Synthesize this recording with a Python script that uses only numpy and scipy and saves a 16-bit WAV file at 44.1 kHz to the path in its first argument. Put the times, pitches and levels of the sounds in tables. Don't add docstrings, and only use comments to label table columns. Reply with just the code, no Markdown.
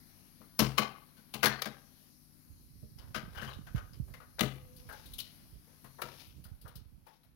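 import sys
import numpy as np
from scipy import signal
from scipy.fft import rfft, irfft, next_fast_len
from scipy.io import wavfile
from scipy.ndimage import uniform_filter1d, map_coordinates

SR = 44100
rng = np.random.default_rng(int(sys.argv[2]) if len(sys.argv) > 2 else 0)


def voltage_ratio(decibels):
    exponent = np.asarray(decibels, float) / 20
    return 10 ** exponent


def bounce(signal):
    frames = np.transpose(np.atleast_2d(signal))
    limited = np.clip(frames, -1, 1)
    pcm = np.round(limited * 32767).astype(np.int16)
    wavfile.write(sys.argv[1], SR, pcm)


N = 324352
T = np.arange(N) / SR


def unit(x):
    return x / np.sqrt(np.mean(x ** 2) + 1e-20)


def along(points, hz):
    f, v = np.transpose(points)
    return np.interp(np.log(hz + 1), np.log(f + 1), v, left=v[0] - 20)


def curves(rows):
    s, *cols = np.transpose(rows)
    return [np.interp(T, s, c, left=-150, right=-150) for c in cols]


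def wobble(rate):
    return map_coordinates(rng.standard_normal(int(N * rate / SR) + 4), [T * rate])


def filtered(x, response):
    m = next_fast_len(x.shape[-1] + 2048, real=True)
    return irfft(rfft(x, m) * response(np.fft.rfftfreq(m, 1 / SR)), m)[..., :x.shape[-1]]


def hiss(spectrum):
    return unit(filtered(rng.standard_normal(N), lambda hz: voltage_ratio(along(spectrum, hz))))


def add(track, s, sound):
    at = round(s * SR)
    track[..., at:at + sound.shape[-1]] += sound[..., :N - at]


def patchy(x, patchy_db):
    z = signal.stft(x, nperseg=1024)[2]
    field = uniform_filter1d(uniform_filter1d(rng.standard_normal(z.shape), 20, 0), 16, 1)
    return unit(signal.istft(z * voltage_ratio(patchy_db * unit(field)), nperseg=1024)[1][:N])


def floor():
    # time in seconds, level in dB.
    air_gain = [(0, -66.5), (.5, -68.5), (2.2, -68.5), (3, -70.5), (4.1, -70.5), (4.7, -68.5),
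                (5.25, -63.5), (5.6, -69.5), (6.2, -64.5), (6.35, -73), (6.85, -79.5), (7.35, -83)]
    # Hz, level in dB.
    open_colour = [(6500, -40.5), (8000, -12.5), (9500, -1), (11300, 3), (13000, 2.5), (15500, -6.5)]
    whistle_colour = [(7000, -39.5), (8500, -19.5), (9500, -11), (11300, 1), (12300, -14), (15500, -11.5)]
    preamp_colour = [(40, 1), (200, -2.5), (500, -10.5), (1500, -15), (5000, -22.5), (8000, -27.5),
                     (15000, -30.5)]
    room_colour = [(300, -11.5), (600, -4), (1500, -6.5), (3700, -8.5), (4150, -2), (6000, -4),
                   (7500, -16.5), (8500, -29)]
    drone_colour = [(25, 1), (45, -1.5), (120, -9.5), (190, -0.5), (310, -8.5), (400, -16.5), (600, -41.5)]
    # Hz, level in dB.
    mains = [(95, -65), (150, -61), (250, -65), (300, -70.5), (550, -83.5)]
    hiss_db, = curves(air_gain)
    room_db = -68 + 1.1 * (hiss_db + 67.5)
    drone_db = -64 + 0.6 * (hiss_db + 67.5)

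    start_s, end_s, depth_db, edge_s = 2.14, 3.7, 5.5, 0.067
    lull = np.interp(T, [start_s - edge_s, start_s, end_s, end_s + 25 * edge_s], [0, 1, 1, 0])
    murmur_db = -68 + 0.96 * (hiss_db + 68.0) - depth_db * lull

    hum = sum(voltage_ratio(db + wobble(9.7)) * np.sin(2 * np.pi * hz * T) for hz, db in mains)
    drone = voltage_ratio(drone_db + 62.5) * hum
    drone += voltage_ratio(drone_db + 1.5 + 0.66 * wobble(2.1)) * hiss(drone_colour)
    tone = patchy(hiss(room_colour), patchy_db=1.7)
    murmur = filtered(tone, lambda hz: hz < 3800)
    left = voltage_ratio(hiss_db + 4.5 + 1.1 * wobble(28)) * patchy(hiss(open_colour), patchy_db=1.0)
    left += voltage_ratio(room_db + 2.5) * (tone - murmur) + voltage_ratio(murmur_db + 4.0) * murmur
    right = voltage_ratio(hiss_db + 1.0) * hiss(whistle_colour) + voltage_ratio(-75.0) * hiss(preamp_colour)
    return np.array([left + drone, right + voltage_ratio(-23.5) * drone])


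def ringing(modes, ring_db):
    return lambda f: 1 + sum(voltage_ratio(db + ring_db) * 1j * f * w / (c * c - f * f + 1j * f * w) for c, w, db in modes)


def contacts(events, modes, touch, ring_db, gain_db, spiky_db):
    # Hz, level in dB.
    clack_colour = [(200, -19), (500, 2.5), (1500, -1.5), (4500, -5.5), (6300, -9.5), (7800, -13),
                    (10000, 4), (15000, 1)]
    track, t = np.zeros(N), np.arange(6000) / SR
    lead = .008
    tick_db, brighter, rattle_s, longer, thin_db = touch

    def dull(hz):
        return 1 / (1 + (hz / 5000) ** 2)

    for s, db, body_db, part_hz in events:
        lighter_db = -40 - db
        t60 = rattle_s * voltage_ratio(longer * lighter_db)
        top_db = tick_db + brighter * lighter_db + thin_db * np.log2(part_hz / 2000)
        tilt = [(300, body_db), (1800, body_db), (3000, 0), (7000, 0.00086), (9000, top_db)]
        grit = rng.standard_normal(len(t)) * voltage_ratio(spiky_db * np.repeat(rng.standard_normal(300), 20))
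        part = ringing([(part_hz, part_hz / 8, 0)], ring_db=4)

        def shape(hz):
            colour = voltage_ratio(along(clack_colour, hz) + along(tilt, hz)) * part(hz)
            return colour * [dull(hz), 1 - dull(hz)]

        body, tick = filtered(grit / np.std(grit), shape)
        away = np.abs(t - lead)
        fall_db = -60 * (away / np.clip(t60, .01, .25)) ** 1.223
        rise = max(.0008 - .000025 * (db + 15), .0003)
        swell = voltage_ratio(-30.0) * t / lead + (1 - np.exp(-np.maximum(t - lead, 0) / rise)) ** 2
        crack = 1 + 2.5 * voltage_ratio(-60 * away / 0.0096)
        chatter = body * voltage_ratio(fall_db) + tick * voltage_ratio(2.18 * fall_db) * crack
        add(track, s - lead - .001, voltage_ratio(db + gain_db) * swell * chatter)
    return filtered(track, ringing(modes, ring_db))


def cabinet():
    # time in seconds, peak in dB, table boom in dB over it.
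    thuds = [(0.403, -53, -29), (0.594, -26.5, -15), (0.611, -27, -2), (0.79, -33, -13),
             (1.183, -61.5, -13.5), (1.345, -41.5, -5), (1.433, -31, -9.5), (1.46, -33, -2),
             (1.661, -40, -9), (2.826, -53.5, -12), (3.157, -41.5, -5.5), (3.419, -43.5, 1),
             (4.407, -32, -3.5), (4.428, -31, -5), (5.839, -59, 4.5), (6.031, -50.5, 0)]
    # Hz, level in dB, t60 in seconds.
    case_modes = [(214.1, 3, 0.21), (301.4, -6, 0.16), (423.3, -12, 0.27), (491, -8.5, .2),
                  (614.3, -7.5, 0.17)]
    table_modes = [(132.5, 0.5, 0.52), (57.7, -11.5, 0.7)]
    # Hz, level in dB.
    panel_colour = [(60, -18), (120, -1), (220, 3), (450, -9), (800, -29.5)]
    track, t = np.zeros(N), np.arange(SR // 2) / SR
    boom = sum(voltage_ratio(level - 60 * t / t60) * np.sin(2 * np.pi * hz * t) for hz, level, t60 in table_modes)
    boom = boom * (1 - np.exp(-t / 0.0056))
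    panels = hiss(panel_colour)
    for s, db, boom_db in thuds:
        case = voltage_ratio(-11.5 - 60 * t / 0.38) * panels[round(s * SR):][:len(t)]
        for hz, level, t60 in case_modes:
            ring_db = level + rng.normal(0, 0.83) - 60 * t / t60
            case += voltage_ratio(ring_db) * np.sin(2 * np.pi * hz * rng.normal(1, .006) * t)
        blow = case * (1 - np.exp(-t / 0.0029)) + voltage_ratio(boom_db) * boom
        add(track, s, voltage_ratio(db + 4.5) * blow * np.cos(np.pi * t))
    return track * voltage_ratio(1.2 * wobble(25))


def keys():
    # time in seconds, clack in dB, body in dB over the clack, struck part in Hz.
    key_hits = [
        (0.4094, -65, 6, 1230),
        (0.5922, -18.5, -7.5, 5400),
        (0.6006, -19.5, -5.5, 1040),
        (0.6164, -33, 0.5, 1000),
        (0.7745, -40, -3, 1110),
        (0.78, -19, -3, 1197),
        (0.7845, -29, -3, 4150),
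        (0.8228, -37, 0, 800),
        (1.1692, -56.5, -6.5, 1490),
        (1.3396, -31.5, -5, 3050),
    ]
    # Hz, width in Hz, level in dB.
    key_modes = [(796, 53, 0.5), (1110, 240, -3), (1540, 67, -8.5), (2100, 100, -6), (2900, 120, -12),
                 (4170, 150, -4.5)]
    return contacts(key_hits, key_modes, (-10.5, 0.17, 0.1, 0.13, 4), ring_db=4.0, gain_db=8, spiky_db=4)


def door():
    # time in seconds, clack in dB, body in dB over the clack, struck part in Hz.
    door_hits = [(1.427, -37.5, 4, 1120), (1.4312, -15.5, 1.5, 1560), (1.4368, -18, 3, 1590),
                 (1.4413, -16.5, -5, 4480), (1.4468, -17, -1.5, 2240), (1.4575, -14, 1, 4400),
                 (1.4615, -14.5, 1, 1570), (1.469, -21.5, 3, 1680), (1.481, -30, -4, 1520),
                 (1.4951, -38.5, 6, 1810), (1.62, -22, -3.5, 4840), (1.6569, -29.5, 5, 765),
                 (4.075, -74.5, 15, 600), (4.138, -45.5, -0.5, 2040), (4.2034, -58.5, 10.5, 1290),
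                 (4.3843, -52.5, 15.5, 760), (4.3934, -24, -2.5, 3780), (4.4085, -15, -3.5, 2900),
                 (4.4298, -35.5, 5.5, 704)]
    # Hz, width in Hz, level in dB.
    door_modes = [(1190, 150, 0), (1590, 110, -0.5), (1990, 180, -4), (2360, 150, -6), (2900, 150, -6),
                  (4850, 330, -11)]
    touch = (-11, 0.06, 0.08, 0.34, 0.3)
    return contacts(door_hits, door_modes, touch, ring_db=-1.5, gain_db=5.5, spiky_db=-0.5)


def springs():
    # time in seconds, Hz, level in dB, t60 in seconds.
    coils = [
        (4.5, 503, -55.5, 2.8),
        (7.07, 870, -47.5, 0.2),
        (4.92, 850, -41, 0.18),
        (1.47, 1590, -34, 0.3),
        (1.49, 1790, -32.5, .3),
    ]
    track, t = np.zeros(N), np.arange(SR) / SR
    sway = np.cumsum(1 + .015 * wobble(60)[:SR]) / SR
    beat = voltage_ratio(1.8 * wobble(60)[:SR])
    for s, hz, db, t60 in coils:
        ring = beat * voltage_ratio(db - 60 * t / t60) * np.sin(2 * np.pi * hz * sway)
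        add(track, s, ring * (1 - np.exp(-t / 0.0086)) * np.cos(np.pi * t / 2))
    return track * voltage_ratio(1.2 * wobble(25))


def jolt(t, db, hz):
    turns = 1.405 * hz * t / (1 + 16 * t)
    return voltage_ratio(db - 60 * (t * hz / 5) ** 1.33) * (1 - np.exp(-t / 0.0018)) * -np.cos(2 * np.pi * turns - 1.2)


def grip():
    # time in seconds, peak in dB, Hz.
    bumps = [(2.509, -44, 78), (2.715, -48.5, 96.7), (2.765, -47.5, 109), (2.836, -38, 107),
             (2.965, -42.5, 95.5), (3.047, -40.5, 87), (3.112, -44, 116), (3.239, -36, 148),
             (3.285, -37.5, 143), (3.374, -39, 68), (3.403, -43, 111), (3.481, -43, 115), (3.513, -50, 100),
             (3.594, -34, 160), (3.672, -47, 83.5), (3.753, -20.5, 108), (3.834, -46, 79.5),
             (4.006, -25, 108.3), (4.132, -50, 66), (4.633, -46.5, 82.3), (4.783, -44, 98),
             (4.874, -45.5, 97), (5.137, -45, 60.6), (5.536, -44.5, 65.2), (6.401, -43.5, 101),
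             (6.462, -43, 77), (6.522, -37.5, 84.6), (6.654, -40, 98), (6.764, -39, 99.5), (6.932, -45, 93)]
    # time in seconds, level in dB.
    effort = [(0, -86), (2.4, -85), (2.5, -64.5), (3.3, -53), (3.8, -50), (4.15, -52), (4.22, -61.5),
              (4.6, -61.5), (5.2, -59.5), (5.3, -68), (5.55, -56), (5.65, -72), (6.2, -73), (6.3, -59.5),
              (6.8, -56), (7.05, -61.5), (7.15, -83), (7.35, -60.5)]
    track, t = np.zeros((2, N)), np.arange(SR // 6) / SR
    effort_db, = curves(effort)
    chance = rng.standard_normal((150, 3))
    spacing_s = .055
    when = spacing_s * (np.arange(len(chance)) + 2 + 0.247 * chance[:, 0])
    fidgets = []
    for s, (u, v) in zip(when, chance[:, 1:]):
        if s < T[-1] and effort_db[round(s * SR)] > -72:
            db = -51 + 0.67 * (effort_db[round(s * SR)] + 57) + 3.2 * u
            fidgets.append((s, db, 90 * voltage_ratio(2.65 * np.tanh(v))))
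    for s, db, hz in bumps + fidgets:
        slow = voltage_ratio(1.28 * db - 1.5 - 60 * t / 0.17) * -np.sin(2 * np.pi * 62 * t) * (1 - np.exp(-t / 0.0067))
        add(track, s - .0065, np.array([slow, jolt(t, db + 4.5, hz)]))
        add(track[1], min(s + 0.0159, T[-1]), jolt(t, db - 4.0, .6 * hz))
    rumble = hiss([(25, -14.5), (50, 2.5), (130, -7), (300, -21.0), (500, -30.5), (900, -50.5)])
    rumble = rumble * voltage_ratio(effort_db + 4.3 * wobble(24))
    return track + rumble * voltage_ratio([[-22], [0]])


def scrape():
    # start, peak and end in seconds, rub in dB, grit in dB.
    strokes = [
        (2.95, 3.015, 3.32, -61, -69),
        (3.301, 3.416, 3.57, -45.5, -52.5),
        (4.75, 4.8, 4.9, -80, -67.5),
        (4.864, 4.94, 5.124, -56, -57),
        (5.05, 5.249, 5.5, -82, -63.5),
        (6.03, 6.042, 6.276, -54.5, -58.5),
        (6.02, 6.203, 6.38, -72, -57.5),
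        (6.6, 6.678, 6.95, -65.5, -71),
        (7.052, 7.072, 7.3, -67.5, -66.5),
    ]
    # start and end in seconds, start and end in Hz, level in dB.
    squeaks = [
        (3.35, 3.453, 1645, 1624, -52),
        (3.366, 3.45, 2980, 2980, -50),
        (3.466, 3.506, 3110, 3070, -50),
        (3.495, 3.531, 3950, 4190, -56),
        (4.891, 4.95, 1604, 1494, -48),
        (4.198, 4.251, 1517, 1278, -59),
        (6.647, 6.708, 1635, 1500, -62),
    ]
    rub_fade_db, grit_fade_db = 24, 17.5
    rub, grit = np.zeros((2, N))
    for start, peak, end, rub_db, grit_db in strokes:
        rub_lo, grit_lo = rub_db - rub_fade_db, grit_db - grit_fade_db
        rub_curve, grit_curve = curves([(start, rub_lo, grit_lo), (peak, rub_db, grit_db), (end, rub_lo, grit_lo)])
        rub += voltage_ratio(rub_curve)
        grit += voltage_ratio(grit_curve)
    clumps = voltage_ratio(2.6 * wobble(400) + 2.2 * wobble(60))
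    dull = hiss([(300, -3.5), (600, 2), (1500, -0.5), (2200, -8), (3500, -26.0)])
    sharp = hiss([(1500, -20.5), (2400, 0.5), (5500, 0), (7800, -18.5), (10000, -10.0), (15000, -9.5)])
    track = voltage_ratio(0.5) * rub * unit(clumps * dull) + voltage_ratio(1.5) * grit * unit(clumps * sharp)
    flutter, drift = voltage_ratio(4.8 * wobble(220)), 1 + 0.043 * wobble(300)
    for start, end, from_hz, to_hz, db in squeaks:
        span = slice(round(start * SR), round(end * SR))
        u = np.linspace(0, 1, span.stop - span.start)
        phase = 2 * np.pi * np.cumsum((from_hz + (to_hz - from_hz) * u) * drift[span]) / SR
        add(track, start, voltage_ratio(db) * flutter[span] * np.sin(phase) * np.sin(np.pi * u ** 0.44) ** .5)
    return track


def holder():
    # time in seconds, clack in dB, body in dB over the clack, struck part in Hz.
    holder_hits = [(2.9857, -51.5, -9.5, 5170), (3.1455, -32, -1.5, 1520), (3.1607, -35.5, -1.5, 1520),
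                   (3.3504, -51, -3, 1590), (3.376, -45, 5, 1530), (3.4174, -44, 5, 1650),
                   (3.4294, -45, -2, 1670), (3.476, -48.5, 5.5, 1150), (3.4924, -50, 4, 1120),
                   (3.5314, -51.5, -1, 3930), (3.6681, -50, 1.5, 1540), (3.7459, -52.5, 3, 1540),
                   (3.7591, -47.5, 3, 1360), (3.7794, -48, 3, 1370), (3.9325, -54, -4, 4920)]
    # Hz, width in Hz, level in dB.
    holder_modes = [(1240, 97, -2), (1540, 130, -3.5), (2150, 85, -9), (2980, 290, -3.5), (4100, 99, -24),
                    (4920, 190, -8)]
    touch = (-14, 0.25, 0.12, -0.03, 0)
    return contacts(holder_hits, holder_modes, touch, ring_db=3.0, gain_db=7.0, spiky_db=3.5)


def slips():
    # time in seconds, level in dB, ring in Hz.
    rib_slips = [(3.3495, -41, 1600), (3.359, -39, 1650), (3.368, -42, 2950), (3.377, -39, 2980),
                 (3.3842, -36, 1640), (3.395, -37, 3000), (3.405, -33, 3020), (3.4165, -30.5, 1594),
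                 (3.4213, -32, 1700), (3.4254, -29.5, 1645), (3.43, -32, 1605), (3.4332, -37.5, 3000),
                 (3.44, -38, 1645), (3.477, -34.5, 2980), (3.484, -37, 3230), (3.4916, -38, 3000),
                 (3.5315, -41, 2800), (3.5365, -33.5, 3740), (3.547, -42, 3900), (3.6705, -44, 1680),
                 (3.7785, -38, 1500), (3.9325, -40, 4740), (4.1385, -43.5, 5200), (4.2035, -41, 1290),
                 (4.7644, -49, 4650), (4.785, -48, 6000), (4.8, -57, 3000), (4.8905, -36, 1560),
                 (4.9, -43, 1500), (4.9124, -35, 1420), (4.9338, -46, 1580), (4.972, -46, 3000),
                 (5.0585, -42, 3800), (5.119, -49, 3760), (5.1244, -48, 3780), (5.1355, -45, 3780),
                 (5.189, -31.5, 3030), (5.2025, -33, 2970), (6.4406, -45, 4750), (6.453, -49.5, 1450),
                 (6.6137, -52, 4700), (6.6543, -46, 1400), (6.662, -48.5, 1800), (6.7557, -46, 4900),
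                 (7.0665, -52, 870), (7.2337, -52, 3950)]
    track, t = np.zeros(N), np.arange(1500) / SR
    for s, db, hz in rib_slips:
        snap = voltage_ratio(-60 * t / .0015) * rng.standard_normal(len(t))
        ring = voltage_ratio(3 - 60 * t * hz / 38) * np.sin(2 * np.pi * hz * t)
        add(track, s, voltage_ratio(db - 4) * (snap + ring))
    return filtered(track, lambda hz: 1 / (1 + 1j * hz / 6000) ** 2)


def shell():
    # time in seconds, clack in dB, body in dB over the clack, struck part in Hz.
    shell_hits = [(4.7631, -57, -32, 4650), (4.8904, -52.5, 9, 1540), (4.9244, -51.5, 4, 865),
                  (5.0589, -53.5, -32, 3940), (5.1194, -63.5, -30, 3740), (5.1357, -45.5, -37, 3900),
                  (5.1835, -38.5, -20, 3004), (5.1887, -37, -21, 3370), (5.2014, -36, -20.5, 4070),
                  (5.672, -78, 13.5, 493), (5.71, -79, 12.5, 510), (5.8426, -56.5, 6.5, 1120),
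                  (5.9844, -71.5, 26.5, 1090), (6.0182, -32.5, 3, 1290), (6.2694, -62, -18, 2600),
                  (6.4408, -55.5, -14, 4770), (6.452, -70, 9, 1440), (6.6134, -59, -14.5, 4760),
                  (6.6544, -71, 19, 1300), (6.6782, -55, -23, 1540), (6.755, -51, -25, 4980),
                  (7.0658, -65, 10, 850), (7.233, -75, 5.5, 3970)]
    # Hz, width in Hz, level in dB.
    shell_modes = [(870, 61, -8), (1370, 370, -16.5), (2900, 160, -5), (4110, 250, -8)]
    touch = (-7, 0.253, 0.08, 0.21, 1.1)
    return contacts(shell_hits, shell_modes, touch, ring_db=-5.0, gain_db=10, spiky_db=1.5)


def walls(x):
    # Hz, t60 in seconds.
    decay = [(100, 1), (500, 0.47), (2000, 0.42), (5000, 0.33), (10000, 0.15), (16000, .18)]
    out, step = np.zeros((2, N)), SR * 3 // 10
    for at in range(0, N, step):
        hz, t, z = signal.stft(rng.standard_normal((2, SR * 2 // 3)), SR, nperseg=256)
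        t60 = along(decay, np.maximum(hz, 100))[:, None]
        tail = signal.istft(z * voltage_ratio(-60 * t / t60), SR, nperseg=256)[1]
        tail = tail / np.linalg.norm(tail[0])
        add(out, at / SR + .004, signal.fftconvolve(x[None, at:at + step], tail, axes=1))
    return out * voltage_ratio(2.2 * np.array([wobble(260), wobble(260)]))


def covered_port(air, room):
    # Hz, level in dB.
    hand_shade = [(60, -13), (400, -14.5), (2400, -18.5), (5000, -22.5), (7000, -14), (9000, -7.5),
                  (11300, -7.5), (15000, -17)]
    t = np.arange(900) / SR
    paths = rng.standard_normal(len(t)) * voltage_ratio(-60 * t / 0.03)
    leak = signal.fftconvolve(air, paths / np.linalg.norm(paths))[:N] + room[1]

    def low(hz):
        return 1 / (1 + (hz / 550) ** 4)

    def shade(hz):
        return voltage_ratio(along(hand_shade, hz))

    bass = filtered(air + room[0], lambda hz: shade(hz) * low(hz))
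    return bass + filtered(leak, lambda hz: shade(hz) * np.sqrt(1 - low(hz) ** 2))


def scene():
    deck = keys() + door() + scrape() + holder() + slips() + shell()
    air = deck + cabinet() + springs()
    room = voltage_ratio(-9) * walls(deck)
    return np.array([air + room[0], covered_port(air, room)]) + grip() + floor()


def roll_off(x):
    return signal.sosfilt(signal.butter(12, 16830, fs=SR, output="sos"), x)


def record(dry):
    mix = filtered(dry, lambda hz: (hz < 16700) * voltage_ratio(-30 * (hz > 15800)))
    return roll_off(mix)


dry = scene()
out = record(dry)
bounce(out)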